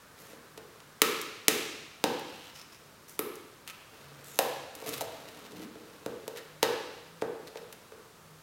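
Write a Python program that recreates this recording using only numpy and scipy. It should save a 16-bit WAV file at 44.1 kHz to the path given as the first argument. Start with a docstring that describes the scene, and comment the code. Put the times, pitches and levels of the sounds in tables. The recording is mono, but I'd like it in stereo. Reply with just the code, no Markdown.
"""Fingernails slip off the plastic seals of a small cardboard box: each edge snaps back and rings wall, flap and card.
Between snaps come light ticks, dull taps, scratches, rubbing and one thin falling squeak of peeling glue.
Midway the box is turned upright, rocks down on the table and is nudged across it.
Blows and friction drive banks of resonances; a bare, echoing room answers over faint air, hum and hiss."""
import sys
import numpy as np
from scipy import signal
from scipy.fft import rfft, irfft
from scipy.io import wavfile

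SR = 44100
rng = np.random.default_rng(int(sys.argv[2]) if len(sys.argv) > 2 else 0)


def transcribe(signal):
    """Save signal, clipped to [-1, 1], as a 16-bit WAV file at the path in sys.argv[1]."""
    frames = np.atleast_2d(signal).T
    limited = np.clip(frames, -1, 1)
    pcm = np.round(limited * 32767).astype(np.int16)
    wavfile.write(sys.argv[1], SR, pcm)


N = 371322
HIT_SAMPLES = 4096


def from_db(db):
    """Amplitude ratio of a level in dB."""
    return 10 ** (np.asarray(db) / 20)


def rms_one(x):
    """Scales a sound to an RMS of 1."""
    return x / np.sqrt(np.mean(x ** 2) + 1e-20)


def in_time(rows):
    """The columns of a curve, sample by sample."""
    s, *columns = np.transpose(rows)
    return [np.interp(np.arange(N) / SR, s, column) for column in columns]


def at_hz(points, hz):
    """Reads a spectrum on a log-frequency axis."""
    known_hz, values = np.transpose(points)
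    return np.interp(np.log(np.maximum(hz, 1)), np.log(known_hz), values)


def drift(knots_per_s):
    """Random curve: straight lines between normal knots of spread 1."""
    knots = rng.standard_normal(4096)
    return np.interp(np.arange(N) / SR * knots_per_s, np.arange(len(knots)), knots)


def strokes(rows, edge_s):
    """Gain that rises, holds and falls for each (start s, length s, level dB)."""
    t = np.arange(N) / SR
    gain = 0
    for start, length, db in rows:
        to_nearest_end = np.minimum(t - start, start + length - t)
        gain = gain + from_db(db) * np.clip(to_nearest_end / edge_s + .5, 0, 1)
    return gain


def filtered(x, cutoff_hz, kind="low"):
    """Second-order Butterworth filter."""
    return signal.sosfilt(signal.butter(2, cutoff_hz, kind, fs=SR, output="sos"), x)


def sine(hz):
    """Sine that follows a pitch curve."""
    return np.sin(2 * np.pi * np.cumsum(hz) / SR)


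def resonate(force, modes):
    """A force through parallel resonances, each (Hz, width Hz, dB)."""
    out = 0
    for hz, width, db in modes:
        r = np.exp(-np.pi * width / SR)
        poles = [1, -2 * r * np.cos(2 * np.pi * hz / SR), r * r]
        zeros = [(1 - r * r) / 2, 0, (r * r - 1) / 2]
        out = out + from_db(db) * signal.lfilter(zeros, poles, force + 1e-18)
    return out


def strike(force, modes, db):
    """The ring of one blow; dB is its energy spread over 10 ms."""
    ring = resonate(force, modes)
    return from_db(db) * ring * np.sqrt(.01 * SR / np.sum(ring ** 2))


def slip(catch_s, count=4):
    """Force of a nail letting go: tiny catches smear one pulse in time but leave its spectrum flat."""
    force = signal.unit_impulse(HIT_SAMPLES)
    for k, chance in enumerate(rng.uniform(.7, 1.3, count)):
        lag = max(round(chance * catch_s * SR / 2 ** k), 1)
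        allpass = np.r_[1, np.zeros(lag - 1), .65 * (-1) ** k]
        force = signal.lfilter(allpass[::-1], allpass, force)
    return force


def friction(slips_per_s, uneven_db):
    """Dense small slips of random size, made stronger and weaker by the changing pressure."""
    slips = (rng.random(N) < slips_per_s / SR) * rng.standard_normal(N)
    return slips * from_db(uneven_db * np.tanh(drift(knots_per_s=90)))


def add(track, s, sound):
    """Lays a sound into a track at a time."""
    start = max(round(s * SR), 0)
    part = track[start:start + len(sound)]
    part += sound[:len(part)]


# Steady air. Each row: frequency in Hz, relative density in dB per Hz.
AIR_SPECTRUM = [(25, -24), (60, -14.5), (100, -8), (200, -9.5), (330, -11.5), (460, -9.5), (750, -14.5),
                (1200, -12), (2000, -20.5), (4000, -21.5), (8000, -25), (16000, -29)]
# Hum pitch. Each row: time in seconds, pitch in Hz.
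HUM_PITCH = [(0, 151.8), (3.7, 150), (4.15, 141.3), (4.7, 140), (5.3, 158), (6.55, 152.2), (7.15, 165),
             (7.65, 163.8), (8.4, 155.7)]
# Hum swells, before the waver. Each row: start in seconds, length in seconds, added level in dB.
HUM_SWELLS = [(4.05, .55, -62), (6.48, .14, -65), (7.08, .3, -66), (7.58, .14, -62.5), (8.24, .2, -62.5)]
# Mid hiss: a broad band around 1.3 kHz. Each row: time in seconds, level in dB.
MID_HISS = [(0, -62), (3.6, -67.5), (4.2, -62), (8.42, -68)]
AIR_DB, HUM_DB = -56, -72
HUM_WAVERS_PER_S = 7


def background(waver_db=4.5, swell_s=0.11):
    """Room air as shaped noise, a hum that wanders in pitch and level, and a broad band of mid hiss."""
    colour = from_db(at_hz(AIR_SPECTRUM, np.fft.rfftfreq(N, 1 / SR)))
    air = from_db(AIR_DB) * rms_one(irfft(rfft(rng.standard_normal(N)) * colour, N))
    waver = from_db(waver_db * drift(HUM_WAVERS_PER_S))
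    hum_gain = (from_db(HUM_DB) + strokes(HUM_SWELLS, swell_s)) * waver
    hum = hum_gain * rms_one(sine(in_time(HUM_PITCH)[0]))
    band = [(1280, 1160, 0)]
    mid_noise = resonate(resonate(rng.standard_normal(N), band), band)
    hiss = from_db(in_time(MID_HISS)[0]) * rms_one(mid_noise)
    return air + hum + hiss


# Room decay. Each row: frequency in Hz, t60 in seconds.
ROOM_T60 = [(100, 0.77), (400, 0.83), (1300, 1.02), (2800, 1.23), (5000, 1.16), (8000, 0.8), (14000, 0.48)]
# Room level. Each row: frequency in Hz, tail energy against the direct sound in dB.
ROOM_DB = [(100, -1), (250, 2), (500, 0), (1200, 2.5), (2800, -2.5), (5000, -4), (8000, -8.5),
           (14000, -7.5)]
# Early echoes from the table and the body. Each row: delay in seconds, gain.
ECHOES = [(.0066, 0.19), (0.0109, 0.041)]


def room(near, around, build_s=0.00067):
    """Direct sound, early echoes and a diffuse tail of noise bands, each with its own level and decay."""
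    t = np.arange(2 ** 16) / SR
    hz = np.fft.rfftfreq(len(t), 1 / SR)
    white = rfft(rng.standard_normal(len(t)))
    centres = np.geomspace(80, 16000, 20)
    tail = np.zeros(len(t))
    for centre, share in zip(centres, np.eye(len(centres))):
        weight = at_hz(np.column_stack([centres, share]), hz)
        decay = from_db(-60 * t / at_hz(ROOM_T60, centre)) * (1 - np.exp(-t / build_s))
        band = irfft(white * weight) * decay
        unit_energy = np.sqrt(np.mean(weight ** 2) / np.sum(band ** 2))
        tail += from_db(at_hz(ROOM_DB, centre)) * band * unit_energy
    out = near + signal.fftconvolve(around, tail)[:N]
    for delay, gain in ECHOES:
        add(out, delay, gain * near)
    return out


# Modes of the table top. Each row: frequency in Hz, width in Hz, relative level in dB.
TABLE_MODES = [(68, 16, -27), (108, 6.8, 7), (124.5, 4.7, 7)]


def table_boom(db):
    """The table top booms softly under the box."""
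    push = filtered(signal.unit_impulse(2 * HIT_SAMPLES), [70, 400], "band")
    return strike(push, TABLE_MODES, db)


# The bottom edge rocks down on the table. Each row: time in seconds, level in dB.
BUMPS = [(4.878, -48), (4.961, -44), (5.035, -49.5), (5.529, -52)]


def bumps():
    """The box settles on the table, which booms at each contact."""
    out = np.zeros(N)
    for s, db in BUMPS:
        add(out, s, table_boom(db))
    return out


# Thump modes of the whole carton. Each row: frequency in Hz, width in Hz, relative level in dB.
THUMP_MODES = [(214, 360, -11), (251.5, 96, 0.5), (302, 26, 3)]
NUDGE_S, NUDGE_RISE_S, NUDGE_LENGTH_S = 5.52, .04, 0.17
NUDGE_DB, NUDGE_FADE_DB_PER_S = -47.5, -28


def nudge(slips_per_s=1400):
    """A quick push that dies away: the bottom edge judders over the table and drives the whole carton."""
    judder = friction(slips_per_s, uneven_db=0)
    dull = filtered(judder, [120, 500], "band")
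    carton = rms_one(resonate(dull, THUMP_MODES + [(207, 26, 0)]))
    fade = from_db(NUDGE_FADE_DB_PER_S * np.maximum(np.arange(N) / SR - NUDGE_S, 0))
    return strokes([(NUDGE_S, NUDGE_LENGTH_S, NUDGE_DB)], NUDGE_RISE_S) * fade * carton


# Modes of the lid flap. Each row: multiple of its pitch, width in Hz, relative level in dB.
FLAP_MODES = [(1.002, 187, 10.5), (1.36, 266, 0), (1.72, 254, 3.5)]


def flap_modes(pitch_hz):
    """The fingers stiffen the flap and so set its pitch."""
    return [(pitch_hz * multiple, width, db) for multiple, width, db in FLAP_MODES]


# Crack modes of the stiff card. Each row: frequency in Hz, width in Hz, relative level in dB.
CARD_MODES = [(2060, 840, 1.5), (2760, 680, 9.5), (3710, 910, 6.5), (4800, 1950, -3)]
# Tick modes of the plastic seal. Each row: frequency in Hz, width in Hz, relative level in dB.
SEAL_MODES = [(6430, 2900, 9.5), (9040, 11000, 10), (11400, 1900, 8.5), (12500, 2000, -5)]


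def card_and_seal(grains):
    """Friction heard through flap and card (scratch) and through the plastic (hiss)."""
    scratch = rms_one(resonate(grains, flap_modes(1340) + CARD_MODES))
    hiss = rms_one(resonate(grains, SEAL_MODES))
    return scratch, hiss


# The hands shift and turn the box. Each row: start in seconds, length in seconds, effort in dB.
SHIFTS = [(0.167, 0.19, -13), (3.92, 0.5, -12.5), (4.758, 0.12, -6), (4.864, 0.13, 0), (5.11, 0.276, -9),
          (5.382, 0.1, -9), (5.507, 0.146, -7), (5.73, 0.52, -14.5), (6.93, 0.032, -9),
          (7.544, 0.09, -12.5)]
# Harder rubbing is brighter. Each law: level in dB at full effort, growth in dB per dB of effort.
RUMBLE_LAW, SCRATCH_LAW, HISS_LAW = (-48.5, 1), (-47.5, 1.165), (-50.5, 1.9)


def rubs(edge_s=0.026):
    """The hands drive the whole box with friction; one effort sets rumble, scratch and hiss."""
    effort = strokes(SHIFTS, edge_s)
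    carton = THUMP_MODES + [(450, 98, 9.5), (210, 38, -9.0)]
    rumble = rms_one(resonate(friction(slips_per_s=2900, uneven_db=4), carton))
    scratch, hiss = card_and_seal(friction(slips_per_s=1100, uneven_db=1.5))
    out = 0
    for (db, growth), sound in zip((RUMBLE_LAW, SCRATCH_LAW, HISS_LAW), (rumble, scratch, hiss)):
        out = out + from_db(db) * effort ** growth * sound
    return out


# Scratches, one soft wash at 2.22 s that lengthens the room tail of the snap before, and a short
# 1.7 kHz ring that belongs to the snap at 6.629 s. Each row: start in seconds, length in seconds,
# level in dB, hiss against that level in dB before hiss_db, rasp pitch in Hz.
SCRATCHES = [(0.177, .16, -69.5, 9.5, 2190), (2.22, 0.29, -59, -12, 2940), (2.546, 0.081, -54.5, -13, 5170),
             (2.72, 0.043, -59.5, -11, 5200), (3.078, 0.086, -68.5, 12, 6000), (3.671, .012, -49, 1, 2560),
             (3.687, 0.024, -48, -3, 2560), (4.237, 0.18, -67, 13.5, 3700), (4.93, 0.018, -44, 3, 3950),
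             (5.005, 0.019, -49, 8.5, 4140), (6.357, 0.039, -49.5, -13, 1800),
             (6.629, 0.023, -37, -15, 1730), (7.471, 0.015, -51, -9, 4100)]
RASP_WIDTH_HZ, RASP_DB = 500, -3


def scratches(edge_s=0.012, hiss_db=-1.0):
    """Friction through card and plastic, too light to move the carton, plus a rasp at each row's pitch."""
    grains = friction(slips_per_s=1500, uneven_db=0.5)
    scratch, hiss = card_and_seal(grains)
    out = 0
    for s, length, db, bright, hz in SCRATCHES:
        rasp = rms_one(resonate(grains, [(hz, RASP_WIDTH_HZ, 0)]))
        sound = scratch + from_db(bright + hiss_db) * hiss + from_db(RASP_DB) * rasp
        out = out + strokes([(s, length, db)], edge_s) * sound
    return out


# The squeak falls as more seal comes free. Each row: time in seconds, centre in Hz, level in dB.
PEEL = [(4.2, 9000, -90), (4.27, 8000, -61), (4.33, 7240, -59), (4.38, 6200, -59), (4.4, 6000, -90)]


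def peel(spread_hz=450):
    """Glue lets go in fast, unsteady slips: slow noise times a falling sine."""
    hz, db = in_time(PEEL)
    unsteady = filtered(rng.standard_normal(N), spread_hz)
    return from_db(db) * rms_one(unsteady * sine(hz))


# Light nail ticks that leave the box still. Each row: time in seconds, level in dB before
# crack_db and tick_db, brightness in dB (added to the seal, taken from the card).
TICKS = [(0.577, -54, -10), (0.802, -61.5, -13.5), (1.214, -47.5, 12), (2.194, -47, -2), (3.094, -53, 6),
         (3.355, -56.5, 9.5), (4.751, -46, 3.5), (4.863, -50, 2), (4.89, -40.5, 6), (4.979, -49, 7),
         (5.286, -49.5, -5), (6.372, -43.5, -4), (7.2148, -62, -19), (7.571, -51, -11),
         (7.726, -45.5, -0.5)]


def ticks(crack_db=-7.0, tick_db=-3.5):
    """A nail catches on the edge of the plastic; a bright catch rings more seal and less card."""
    out = np.zeros(N)
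    for s, level, bright in TICKS:
        force = slip(catch_s=.0011)
        card = strike(force, CARD_MODES, level - bright + crack_db)
        seal = strike(force, SEAL_MODES, level + bright + tick_db)
        add(out, s, card + seal)
    return out


def with_rebound(sound, gain, delay_s):
    """The plastic edge slaps back once; the sum is scaled to hold the energy roughly steady."""
    lag = max(round(delay_s * rng.uniform(.85, 1.104) * SR), 1)
    slap = np.r_[np.zeros(lag), sound[:-lag]]
    return (sound + gain * slap) / np.hypot(1, gain)


# Modes of the gripped wall. Each row: multiple of its pitch, width in Hz.
WALL_MODES = [(0.996, 66), (1.46, 116)]
# Share of a thump that reaches the table top: box on one corner, then upright.
ON_CORNER_DB, UPRIGHT_DB, UPRIGHT_S = -23, -9.5, 5.0


def blow(s, level, wall_hz, flap_hz, thump, overtone, flap, crack, tick, tilt,
         wall_db=-0.5, crack_db=3.0, tick_db=-2.5, soft_hz=1800):
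    """One blow rings box and table; returns sound toward the microphone and sound into the room."""
    force = slip(catch_s=.0003)
    push = filtered(slip(catch_s=.0006), [90, soft_hz], "band")   # heavy parts follow slowly
    low = strike(push, THUMP_MODES, level + thump)
    for (multiple, width), db in zip(WALL_MODES, (level, level + overtone)):
        wall = strike(push, [(wall_hz * multiple, width, 0)], db + wall_db)
        low = wall - low   # neighbours swing in turn
    tilted_seal = [(hz, width, db + tilt * np.log2(hz / SEAL_MODES[0][0])) for hz, width, db in SEAL_MODES]
    high = strike(force, flap_modes(flap_hz), level + flap)
    high = high + strike(force, CARD_MODES, level + crack + crack_db)
    high = high + strike(force, tilted_seal, level + tick + tick_db)
    boom = table_boom(level + thump + (UPRIGHT_DB if s > UPRIGHT_S else ON_CORNER_DB))
    near, around = np.zeros((2, N))
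    add(near, s, low + with_rebound(high, gain=0.33, delay_s=0.000881))
    add(around, s, low + high)
    add(near, s, boom)
    add(around, s, boom)
    return np.stack([near, around])


# Fingers and table knock dully on the box. Each row: time in seconds, level in dB before blow's trims,
# nominal wall pitch in Hz, thump against that level in dB, sharpness in dB.
TAPS = [(0.332, -49, 516, -3.5, -17), (0.576, -44, 447, -9.5, -10), (4.824, -41, 479, -22, -24),
        (4.864, -46, 690, -11, -12), (5.0095, -35, 655, -24, -4), (5.022, -38.5, 497, -20, -32),
        (5.755, -46.5, 447, -8, -26), (6.0615, -31.5, 488, -6.5, -17), (6.279, -35, 461, -25, -9),
        (7.221, -26.5, 459, -11, -42), (7.557, -38.5, 468, -25, -36), (7.921, -45, 443, -25, -24)]
TAP_FLAP_HZ, TAP_FLAP_DB, TAP_OVERTONE_DB = 853, -9.5, -11
TAP_CRACK_DB, TAP_CRACK_PER_DB = -6.5, 0.78


def taps():
    """Duller blows: the sharper the contact, the more card and plastic join in."""
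    out = 0
    for s, level, wall_hz, thump, sharp in TAPS:
        crack = TAP_CRACK_DB + TAP_CRACK_PER_DB * sharp
        out = out + blow(s, level, wall_hz, TAP_FLAP_HZ, thump, TAP_OVERTONE_DB, TAP_FLAP_DB,
                         crack, tick=sharp, tilt=-7.0)
    return out


# A seal snaps back. Each row: time in seconds, level in dB, nominal wall pitch in Hz, nominal flap pitch in Hz,
# then against that level, before blow's trims: thump in dB, wall overtone in dB, flap in dB,
# crack in dB, tick in dB; last the tick tilt in dB per octave.
SNAPS = [(1.0183, -24, 436, 1330, -6.5, -13.5, -2, 0.5, 5, -4),
         (1.4821, -25.5, 435, 1350, -4, -9, -12, 2, 8.5, -10),
         (2.04, -24.5, 500, 913, -3.5, -7.5, -3, -5.5, -12, 0),
         (3.192, -29, 417, 1310, -8, -34, -9.5, -11.5, 1.5, 29),
         (4.3896, -23.5, 510, 990, -13.5, -3.5, -5.5, -6.5, 0.5, 4),
         (6.629, -21, 477, 890, -13, -13.5, -5.5, -8, -11, 3)]


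def snaps():
    """The nail slips off a seal and its edge whips back against the card."""
    return sum(blow(*row) for row in SNAPS)


def scene():
    """All sources in the room, over the background; the same signal in both channels."""
    # mono sources go equally toward the microphone and into the room
    near, around = nudge() + bumps() + rubs() + scratches() + peel() + ticks() + taps() + snaps()
    mono = room(near, around) + background()
    return np.stack([mono, mono])


CUTOFF_HZ = 16000


def record(dry, top=2.4):
    """The hardest snaps overload the input, which rounds the peaks; a steep low-pass cuts the top."""
    rounded = top * np.tanh(dry / top)
    return signal.sosfilt(signal.ellip(10, .1, 80, CUTOFF_HZ, fs=SR, output="sos"), rounded)


dry = scene()
out = record(dry)
transcribe(out)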